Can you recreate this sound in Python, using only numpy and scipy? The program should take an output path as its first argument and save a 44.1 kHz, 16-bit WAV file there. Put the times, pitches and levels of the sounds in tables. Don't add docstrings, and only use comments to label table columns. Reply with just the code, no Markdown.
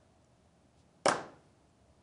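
import sys
import numpy as np
from scipy import signal
from scipy.fft import rfft, irfft, next_fast_len
from scipy.io import wavfile
from scipy.ndimage import map_coordinates

SR = 44100
rng = np.random.default_rng(int(sys.argv[2]) if len(sys.argv) > 2 else 0)


def bounce(signal):
    frames = np.transpose(np.atleast_2d(signal))
    limited = np.clip(frames, -1, 1)
    pcm = np.round(limited * 32767).astype(np.int16)
    wavfile.write(sys.argv[1], SR, pcm)


N = 89478

# pitch in Hz, level in dB within the knock,
# time to fade by 60 dB in seconds.
WOOD_TONES = [(400, -2.5, 0.023), (590, 3, .036), (730, -5.5, 0.025), (1139, -4.5, 0.011),
              (1294, -6.5, .016), (1600, -3.5, .013), (2260, -5, 0.016), (3050, -14, .018),
              (5150, -19.5, .022), (7120, -21.5, .02)]
# frequency in Hz, relative level in dB.
CONTACT_COLOUR = [(200, -15), (1000, -3), (1900, 0), (2700, -1), (3500, -6), (4500, -7), (5600, 3),
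                  (7000, 0), (8600, -2), (10500, -9)]
# frequency in Hz, gain in dB.
NEAR_COLOUR = [(200, -7.5), (600, -0.5), (1050, 6.5), (1500, -6.5), (2200, -11.5), (2900, 1.5), (4500, -15),
               (10000, -12.5)]
# frequency in Hz, gain in dB before the level of the copy.
SPEAKER_COLOUR = [(150, 3.5), (380, -14), (620, -12), (790, 3), (1050, 10), (1250, 11), (1650, 5),
                  (1900, 1), (2250, -7), (2700, 1), (3600, 3), (4600, 2), (5800, 10.5), (6600, 7),
                  (7600, 0.5), (8900, 7.5), (10500, 1)]
# delay after the knock in seconds,
# gain in dB on top of the loop colour, frequency in Hz above which it is dull.
LOOP_REPEATS = [(.058, 3, 3000), (0.0625, -2, 2500), (.069, -9, 2000), (.095, -8, 2500)]
# frequency in Hz, gain in dB before the gain of each repeat.
LOOP_COLOUR = [(200, -13.5), (600, -16.5), (800, -16.5), (1000, 1.5), (1220, 5), (1380, -1.5), (1530, 3.5),
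               (1750, -8), (2200, -17.5), (10000, -9.5)]
# frequency in Hz, relative level in dB.
SCATTER_COLOUR = [(60, -23), (160, 4.5), (320, 3.5), (600, 5), (770, 9), (900, -8.5), (1250, -4.5),
                  (2000, -13.5), (2900, -8), (3700, -21), (5500, -14.5), (7500, -15.5), (9000, -11),
                  (11000, -21.5)]
# frequency in Hz, relative level in dB.
HALL_COLOUR = [(40, -22.5), (140, -5.5), (230, -3), (300, 1.5), (600, 5), (830, 5), (940, -2), (1020, 2.5),
               (1220, -1.5), (1400, 0.5), (1570, -1.5), (1750, -5.5), (1950, -10), (2900, -15),
               (3400, -16.5), (5600, -15.5), (7600, -17.5), (10500, -21.5)]
# frequency in Hz, time to fade by 60 dB in seconds.
HALL_FADE = [(100, 0.68), (300, .58), (700, 0.48), (1400, 0.45), (3000, 0.44), (5500, 0.39), (8000, 0.3),
             (11000, .2)]
# start in seconds, level in dB, extra treble in dB.
HALL_STARTS = [(1.063, -33.5, 1), (1.087, -29.5, 0)]
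# pitch in Hz, starting level in dB,
# time to fade by 60 dB in seconds.
LINGERING_TONES = [(145.7, -54.5, 1.2), (303, -46, 0.31), (442, -45, .48), (503, -47, 0.28),
                   (660, -45.5, 0.37), (770.4, -32.5, 0.13), (1006, -41.5, 0.35), (1232, -42.5, .26),
                   (1573, -44, .38), (1737, -51.5, .55)]
# middle in seconds, length in seconds, level in dB before the fade in and out,
# centre in Hz, width in octaves.
RUSTLE_BURSTS = [(0.035, .06, -79, 1300, 0.47), (0.247, 0.0051, -70, 6500, 0.25),
                 (0.648, 0.047, -70, 260, 0.42), (.8, 0.057, -74.5, 4340, 0.88),
                 (1.696, .014, -80.5, 7500, .1), (1.897, 0.18, -65, 82, 0.18)]
# frequency in Hz, relative level in dB.
AIR_COLOUR = [(15, -35), (25, -8.5), (48, -25.5), (58, -10), (70, -1), (139, -3.5), (171, -3), (231, -6.5),
              (346, -8), (506, -13.5), (635, -7), (905, -15.5), (1840, -25.5), (6500, -30), (10500, -33),
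              (13600, -59), (22000, -120)]
# time in seconds, change of level in dB.
AIR_CHANGES = [(0, 0.7), (.2, -0.5), (.5, -0.5), (.75, -0.7), (1.0, 0), (1.45, 1.5), (1.7, -0.5),
               (2.03, 0.4)]
# pitch in Hz, middle level in dB.
VENT_TONES = [(79, -77), (120, -77), (174, -78)]

RAP_S, RAP_DB = 1.0578, -16.5
ATTACK_S = 0.00053
CRACK_DB, CRACK_T60_S = -18, 0.022
CRACK_LEAD_S = 0.0015
SCUFF_DB, SCUFF_SPREAD_S = -27, 0.0021
CLICK_DB = 12
LOW_CUT_HZ = 190
NEAR_DELAY_S = 0.0076
SPEAKER_DELAY_S, SPEAKER_DB = 0.0261, 0.5
SECOND_DELAY_S, SECOND_DB, SECOND_DULL_HZ = 0.0018, -2, 4000
SCATTER_S, SCATTER_DB, SCATTER_T60_S = 1.0885, -23, 0.069
HALL_RISE_S, TREBLE_HZ = 0.003, 2000
AIR_DB = -66.5
TOP_HZ = 10450


def amp(db):
    return 10 ** (np.asarray(db) / 20)


def unit(x):
    return x / np.sqrt(np.mean(x ** 2) + 1e-20)


def along(points, hz):
    f, v = np.transpose(points)
    return np.interp(np.log(hz + 1), np.log(f + 1), v)


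def since(s):
    return np.maximum(np.arange(N) / SR - s, 0)


def rise(t, rise_s):
    return 1 - np.exp(-t / rise_s)


def wobble(rate):
    points = rng.standard_normal(int(N * rate / SR) + 4)
    return map_coordinates(points, [np.arange(N) * rate / SR])


def filtered(x, response):
    m = next_fast_len(N + SR // 2)
    return irfft(rfft(x, m) * response(np.fft.rfftfreq(m, 1 / SR)), m)[:N]


def coloured(x, points, size=4096):
    gain = amp(along(points, np.fft.rfftfreq(size, 1 / SR)))
    cepstrum = irfft(np.log(gain))
    cepstrum[1:size // 2] *= 2
    cepstrum[size // 2 + 1:] = 0
    impulse = irfft(np.exp(rfft(cepstrum)))
    return signal.fftconvolve(x, impulse)[:N]


def noise(colour):
    return unit(filtered(rng.standard_normal(N), lambda hz: amp(along(colour, hz))))


def delayed(x, delay_s):
    return np.roll(x, round(delay_s * SR))


def echo(x, delay_s, db, dull_hz):
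    return amp(db) * filtered(
        x, lambda hz: np.exp(-2j * np.pi * hz * delay_s) / np.hypot(1, (hz / dull_hz) ** 2))


def gavel():
    t = since(RAP_S)
    ring = sum(amp(db - 60 * t / t60) * np.sin(2 * np.pi * hz * t) for hz, db, t60 in WOOD_TONES)
    ring = ring * rise(t, ATTACK_S)

    contact_s = RAP_S - CRACK_LEAD_S
    u = since(contact_s)
    crack = amp(CRACK_DB - 60 * u / CRACK_T60_S) * rise(u, ATTACK_S)
    scuff = amp(SCUFF_DB) * np.exp(-((since(0) - contact_s) / SCUFF_SPREAD_S) ** 2)
    contact = noise(CONTACT_COLOUR) * (crack + scuff)

    pulse = signal.unit_impulse(N, round(RAP_S * SR))
    click = amp(CLICK_DB) * coloured(pulse, CONTACT_COLOUR)
    knock = amp(RAP_DB) * (ring + click + contact)
    low_cut = signal.butter(2, LOW_CUT_HZ, 'high', fs=SR, output='sos')
    return signal.sosfilt(low_cut, knock)


def near_reflection(knock):
    return delayed(coloured(knock, NEAR_COLOUR), NEAR_DELAY_S)


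def loudspeakers(knock):
    first = amp(SPEAKER_DB) * delayed(coloured(knock, SPEAKER_COLOUR), SPEAKER_DELAY_S)
    second = echo(first, SECOND_DELAY_S, SECOND_DB, SECOND_DULL_HZ)
    loop = coloured(knock, LOOP_COLOUR)
    repeats = sum(echo(loop, delay_s, db, dull_hz) for delay_s, db, dull_hz in LOOP_REPEATS)
    return first + second + repeats


def stage_scatter():
    t = since(SCATTER_S)
    fade = amp(SCATTER_DB - 60 * t / SCATTER_T60_S)
    return noise(SCATTER_COLOUR) * fade * rise(t, ATTACK_S)


def hall_tail():
    out = np.zeros(N)
    for start, db, treble_db in HALL_STARTS:
        hz, t, frames = signal.stft(noise(HALL_COLOUR), SR, nperseg=512)
        tilt = treble_db * hz ** 2 / (hz ** 2 + TREBLE_HZ ** 2)
        drop = 60 * np.maximum(t - start, 0) / along(HALL_FADE, hz)[:, None]
        fade = amp(db + tilt[:, None] - drop)
        tail = signal.istft(frames * fade, SR)[1][:N]
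        out = out + tail * rise(since(start), HALL_RISE_S)
    return out


def resonances(drift=0.4):
    t = since(SCATTER_S)
    tones = sum(amp(db - 60 * t / t60) * np.sin(2 * np.pi * hz * t + drift * wobble(30))
                for hz, db, t60 in LINGERING_TONES)
    return tones * rise(t, HALL_RISE_S)


def rustles():
    out, t = np.zeros(N), since(0)
    for middle, length, db, centre_hz, width in RUSTLE_BURSTS:
        band = filtered(rng.standard_normal(N),
                        lambda hz: np.exp(-0.5 * (np.log2((hz + 1) / centre_hz) / width) ** 2))
        swell = np.exp(-(2 * (t - middle) / length) ** 2)
        out = out + amp(db) * unit(band) * swell
    return out


def ventilation(hum_sway_db=3, drift=0.96):
    t = since(0)
    hum = sum(amp(db + hum_sway_db * wobble(7.6)) * np.sin(2 * np.pi * hz * t + drift * wobble(9))
              for hz, db in VENT_TONES)
    air_db = AIR_DB + np.interp(t, *np.transpose(AIR_CHANGES))
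    return amp(air_db) * noise(AIR_COLOUR) + hum


def scene():
    knock = gavel()
    rap = knock + near_reflection(knock) + loudspeakers(knock)
    room = stage_scatter() + hall_tail() + resonances()
    return (rap + room + rustles() + ventilation())[None]


def record(dry):
    return filtered(dry[0], lambda hz: 1 / np.hypot(1, (hz / TOP_HZ) ** 60))[None]


dry = scene()
out = record(dry)
bounce(out)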